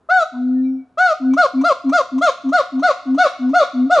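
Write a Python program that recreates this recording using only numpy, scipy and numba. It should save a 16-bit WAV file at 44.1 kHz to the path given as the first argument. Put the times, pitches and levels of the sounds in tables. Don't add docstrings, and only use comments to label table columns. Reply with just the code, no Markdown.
import sys
import numpy as np
from scipy import signal
from scipy.fft import rfft, irfft
from scipy.io import wavfile
from scipy.ndimage import uniform_filter1d
from numba import njit

SR = 44100
rng = np.random.default_rng(int(sys.argv[2]) if len(sys.argv) > 2 else 0)


def transcribe(u):
    v = np.clip(np.atleast_2d(u).T, -1, 1)
    q = np.round(v * 32767).astype(np.int16)
    wavfile.write(sys.argv[1], SR, q)


N = 4 * SR


def undb(db):
    return 10 ** (np.asarray(db) / 20)


def along(hz, points):
    frequencies, values = np.array(points, float).T
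    return np.interp(np.log(np.maximum(hz, 1)), np.log(frequencies), values)


def noise(n, spectrum):
    gain = undb(along(np.fft.rfftfreq(n, 1 / SR), spectrum))
    x = irfft(rfft(rng.standard_normal(n)) * gain, n)
    return x / x.std()


def wobble(n, hz):
    x = signal.sosfilt(signal.butter(2, hz, fs=SR, output="sos"), rng.standard_normal(n + SR // 4))
    return x[-n:] / x.std()


def ease(u):
    return np.sin(np.pi / 2 * np.clip(u, 0, 1)) ** 2


def add(out, start, x):
    i = max(int(start * SR), 0)
    out[i:i + len(x)] += x[:max(len(out) - i, 0)]


# frequency in Hz, gain of a harmonic there in dB.
VOCAL_TRACT = [(500, -5.5), (735, -2.5), (1080, -2.5), (1300, -4.5), (1480, .5), (1650, -30), (2180, -26),
               (2900, -33.5), (3550, -28.5), (4350, -27), (5000, -33.5), (5800, -35), (6500, -35.5),
               (7300, -41.5), (8600, -52), (11000, -58)]
# frequency in Hz, relative spectral density in dB.
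RASP_SPECTRUM = [(400, -30.5), (800, 0), (1800, -1), (2500, 10.5), (3200, 5.5), (6000, -8), (11000, -21.5)]
# start and length in seconds, top and end pitch in Hz, share of the length before the
# fall, level in dB, overtone gain in dB, roughness from 0 to 1, extra treble in dB, crack in dB.
BARKS = [(0.088, 0.15, 748.2, 626.8, 0.47, -13, -1.5, 0.24, -3, 9),
         (.973, 0.16, 742, 603, 0.45, -13.5, -0.5, 0.22, 0.5, 2),
         (1.366, 0.1, 725, 516.4, 0.405, -11, 0.5, 0.29, -1, 1),
         (1.636, 0.092, 700, 514, 0.43, -11, -1.5, 0.37, 3.5, -1),
         (1.92, 0.097, 714.4, 515.5, 0.41, -12, -0.5, 0.35, 3.5, 3),
         (2.210, 0.0921, 709.8, 516.3, 0.42, -11, 3.5, 0.45, 2, 0.5),
         (2.52, 0.095, 727.6, 525, 0.41, -11, 3.5, 0.48, -1.5, 5),
         (2.822, .096, 733.3, 526, .39, -10.5, 4, 0.5, -0.5, 3),
         (3.175, 0.099, 735, 529.3, 0.45, -9.5, 5.5, 0.45, -1.5, 0),
         (3.532, 0.10487, 725.6, 538, .37, -8, 5, 0.39, -4, 1),
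         (3.897, 0.1, 730, 532.1, 0.37, -8, 4, 0.45, 0, -8)]


def bark(length, top_hz, end_hz, hold, db, overtones_db, rough, bright_db, crack_db):
    attack_s, overtone_attack_s, release_s = 0.031, 0.015, 0.0051
    t = np.arange(int((length + release_s) * SR)) / SR
    n = len(t)
    scoop_hz = 124.8 * np.exp(-(t / (0.13 * length)) ** 1.6)
    fall = np.sin(1.3 * np.clip((t / length - hold) / (1 - hold), 0, None) ** 1.45)
    drop_hz = (top_hz - end_hz) * fall
    hz = top_hz - scoop_hz - drop_hz
    hoarse = rough * ease((drop_hz - 24) / 65)
    flare_db = crack_db * np.exp(-((drop_hz - 89) / 27.5) ** 2)
    jitter = (0.0005 + 0.009 * hoarse) * wobble(n, hz=443)
    phase = 2 * np.pi * np.cumsum(hz * (1 + jitter)) / SR
    overtone_gain = undb(overtones_db - 14 * rough * fall) * ease(t / overtone_attack_s)
    voice = 0
    for k in range(1, 18):
        amplitude = undb(along(k * hz, VOCAL_TRACT))
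        if k > 2:
            treble_db = ease((k - 2) / 6) * (bright_db + flare_db)
            waver_db = 3.5 * wobble(n, hz=24.6)
            amplitude *= overtone_gain * undb(treble_db + waver_db)
        shimmer = 1 + 0.35 * hoarse * wobble(n, hz=110)
        voice += amplitude * shimmer * np.sin(k * phase)
    rasp_gain = undb(-22 - 11.5 * rough * fall) * (0.02 + hoarse)
    rasp = rasp_gain * (1 + 0.5 * np.cos(phase)) * noise(n, RASP_SPECTRUM)
    puff = undb(-50) * (0.5 + hoarse) * wobble(n, hz=110)
    envelope = ease(t / attack_s) ** 0.33 * ease((t[-1] - t) / (2 * release_s))
    return np.sqrt(2) * undb(db - fall) * envelope * (voice + rasp + puff)


# start and length in seconds, pitch in Hz, level in dB, share of the length spent
# swelling, slow rise in Hz, final lift in Hz.
BOOMS = [(0.317, 0.54, 258, -18, 0.44, 22, -4.5), (1.196, 0.18, 260.1, -15.5, 0.68, 1, 19),
         (1.533, 0.1149, 262.1, -16.5, 0.598, 14.5, 24.5), (1.839, 0.091, 264.3, -17, 0.62, -6, 30.5),
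         (2.115, 0.1, 260, -18.5, 0.622, 17, 18.5), (2.436, 0.0904, 263.6, -19, 0.63, 3, 19.5),
         (2.718, 0.11, 260, -19.5, 0.65, 3, 31), (3.053, 0.1293, 261, -17, 0.669, 6, 30.5),
         (3.387, 0.1531, 254.2, -17, 0.7, 5.5, 28), (3.73, 0.1642, 253.1, -15.5, 0.67, 4.5, 24.5)]
# gain in dB of one harmonic, from the fundamental up.
SAC_HARMONICS_DB = [4, -33.5, -41]


def boom(length, base_hz, db, swell, rise_hz, lift_hz):
    run_on_s, run_on_db, breath_db = 0.024, -19.5, -50.5
    t = np.arange(int((length + run_on_s) * SR)) / SR
    progress = t / length
    onset_hz = 65 * np.exp(-t / 0.0082)
    bend_hz = lift_hz / (1 + np.exp((0.824 - progress) / 0.044))
    hz = base_hz + rise_hz * (progress - 0.5) + onset_hz + bend_hz
    phase = 2 * np.pi * np.cumsum(hz) / SR
    envelope = ease(progress / swell) ** 0.572 * ease((1 - progress) / (1 - swell)) ** 0.73
    run_on = (lift_hz > 0) * undb(run_on_db) * ease(1 - np.abs(t - length) / run_on_s)
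    tone = sum(gain * np.sin(k * phase) for k, gain in enumerate(undb(SAC_HARMONICS_DB), 1))
    breath = undb(breath_db) * wobble(len(t), hz=100)
    return np.sqrt(2) * undb(db) * np.hypot(envelope, run_on) * (tone + breath)


def gulp(length=0.083, db=-49):
    n = int(length * SR)
    return undb(db) * np.hanning(n) * noise(n, [(600, -38.5), (980, 2), (1400, -20.5), (6000, -50)])


SQUEAK_S = 0.023
# midpoint in seconds, level in dB.
SQUEAKS = [(1.345, -29.5), (1.622, -31), (1.903, -31), (2.191, -31), (2.5, -35), (2.804, -33.5),
           (3.155, -34), (3.502, -35.5)]


def squeak(db, centre_hz=1033.3, sweep_hz_per_s=7000, jitter_hz=90, hiss_db=-10.5):
    n = int(SQUEAK_S * SR)
    t = np.arange(n) / SR - SQUEAK_S / 2
    hz = centre_hz + sweep_hz_per_s * t + jitter_hz * wobble(n, hz=300)
    tone = np.sqrt(2) * np.sin(2 * np.pi * np.cumsum(hz) / SR)
    hiss = undb(hiss_db) * noise(n, [(3700, -5), (4700, -19), (6000, -1.5), (11000, -33)])
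    envelope = np.sin(np.pi * np.sqrt(np.arange(n) / n)) ** 2
    return undb(db) * envelope * (tone + hiss)


# midpoint and length in seconds, pitch in Hz, level in dB.
WHISTLES = [(0.592, 0.133, 1800, -57.5), (0.675, 0.103, 2327, -55.5), (0.81, 0.11, 2287, -63),
            (0.655, 0.096, 3870, -67.5), (0.686, 0.33, 5539, -76.5), (1.333, 0.0764, 2290, -47.5),
            (1.607, 0.063, 2320, -46.5), (1.917, 0.107, 2360, -55)]


def whistle(length, centre_hz, db):
    n = int(length * SR)
    hz = centre_hz * (1 - 0.017 * np.linspace(-1, 1, n) + 0.002 * wobble(n, hz=60))
    return np.sqrt(2) * undb(db) * np.hanning(n) * np.sin(2 * np.pi * np.cumsum(hz) / SR)


def resonance(x, centre_hz=622, bandwidth_hz=40, db=-4.5, lag_rad=0.965):
    pole = np.exp((2j * centre_hz - bandwidth_hz) * np.pi / SR)
    ring = signal.lfilter([1 - abs(pole)], [1, -pole], x) * np.exp(-1j * lag_rad)
    return x + 2 * undb(db) * ring.real


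def direct_path(x, treble_hz=915, bounce_s=0.0115, bounce_db=-12, balance_db=1.32):
    t = np.arange(N) / SR
    turned = ease((t - 1.73) / 2.1)
    treble = signal.sosfiltfilt(signal.butter(3, treble_hz, "high", fs=SR, output="sos"), x)
    lost = (1 - undb(-8 * turned)) * treble
    bounce = undb(bounce_db) * np.interp(t - bounce_s, t, lost)
    return (x - lost + bounce) * undb([[balance_db / 2], [-balance_db / 2]])


# band centre in Hz, level in dB, time to decay 60 dB in seconds.
REVERB_BANDS = [(100, -39.5, .3), (260, -24.5, 1.1), (612, -13.5, 0.66), (713, -7.5, 1.25),
                (1398, -14, 1.01), (2300, -5, 0.99), (4270, -4, 1), (6300, -6.5, 0.9), (11000, -3, 0.49)]
# delay in seconds, left level in dB, right level in dB.
WALL_ECHOES = [(0.0252, -20.5, -21), (.046, -24, -26)]


def enclosure(x, build_s=0.0081, early_s=0.036):
    t = np.arange(SR) / SR
    hz = np.fft.rfftfreq(SR, 1 / SR)
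    mid, side = rfft(rng.standard_normal((2, SR)))
    width = along(hz, [(1000, 0.2), (3000, 0.39)])
    scatter = mid + np.array([[1], [-1]]) * width * side
    onset = ease(t / build_s) * (1 + 4.28 * np.exp(-t / early_s))
    response = np.zeros((2, SR))
    for centre, db, t60 in REVERB_BANDS:
        band = along(hz, [(row[0], row[0] == centre) for row in REVERB_BANDS])
        decay = onset * np.exp(-np.log(1000) * t / t60)
        response += undb(db) * irfft(scatter * band, SR) * decay / np.linalg.norm(decay)
    for delay, left_db, right_db in WALL_ECHOES:
        response[:, int(delay * SR)] += undb([left_db, right_db])
    return signal.fftconvolve(x[None], response, axes=1)[:, :N]


# frequency in Hz, relative spectral density in dB.
AIR_SPECTRUM = [(30, -17.5), (75, -6), (400, -7.5), (1400, -15.5), (2000, -28.5), (11000, -43.5)]


def still_air(db=-61):
    common = noise(N, AIR_SPECTRUM)
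    independent = np.array([noise(N, AIR_SPECTRUM), noise(N, AIR_SPECTRUM)])
    return undb(db) * (common + 0.25 * independent)


def scene():
    ape = np.zeros(N)
    for start, *row in BARKS:
        add(ape, start, bark(*row))
    for start, *row in BOOMS:
        add(ape, start, boom(*row))
        add(ape, start, gulp())
    for middle, db in SQUEAKS:
        add(ape, middle - SQUEAK_S / 2, squeak(db))
    for middle, length, hz, db in WHISTLES:
        add(ape, middle - length / 2, whistle(length, hz, db))
    ape = resonance(ape)
    return direct_path(ape) + enclosure(ape) + still_air()


@njit
def follow_peaks(x, release):
    envelope, peak = np.empty(len(x)), 0.
    for i in range(len(x)):
        peak = max(x[i], peak * release)
        envelope[i] = peak
    return envelope


def record(dry, threshold_db=-3, ratio=10, release_s=0.06, cutoff_hz=11100):
    peak = follow_peaks(np.abs(dry).max(axis=0), np.exp(-1 / (release_s * SR)))
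    gain = np.maximum(peak / undb(threshold_db), 1) ** (1 / ratio - 1)
    limited = dry * uniform_filter1d(gain, size=128)
    return signal.sosfilt(signal.ellip(10, 0.2, 80, cutoff_hz, fs=SR, output="sos"), limited)


dry = scene()
out = record(dry)
transcribe(out)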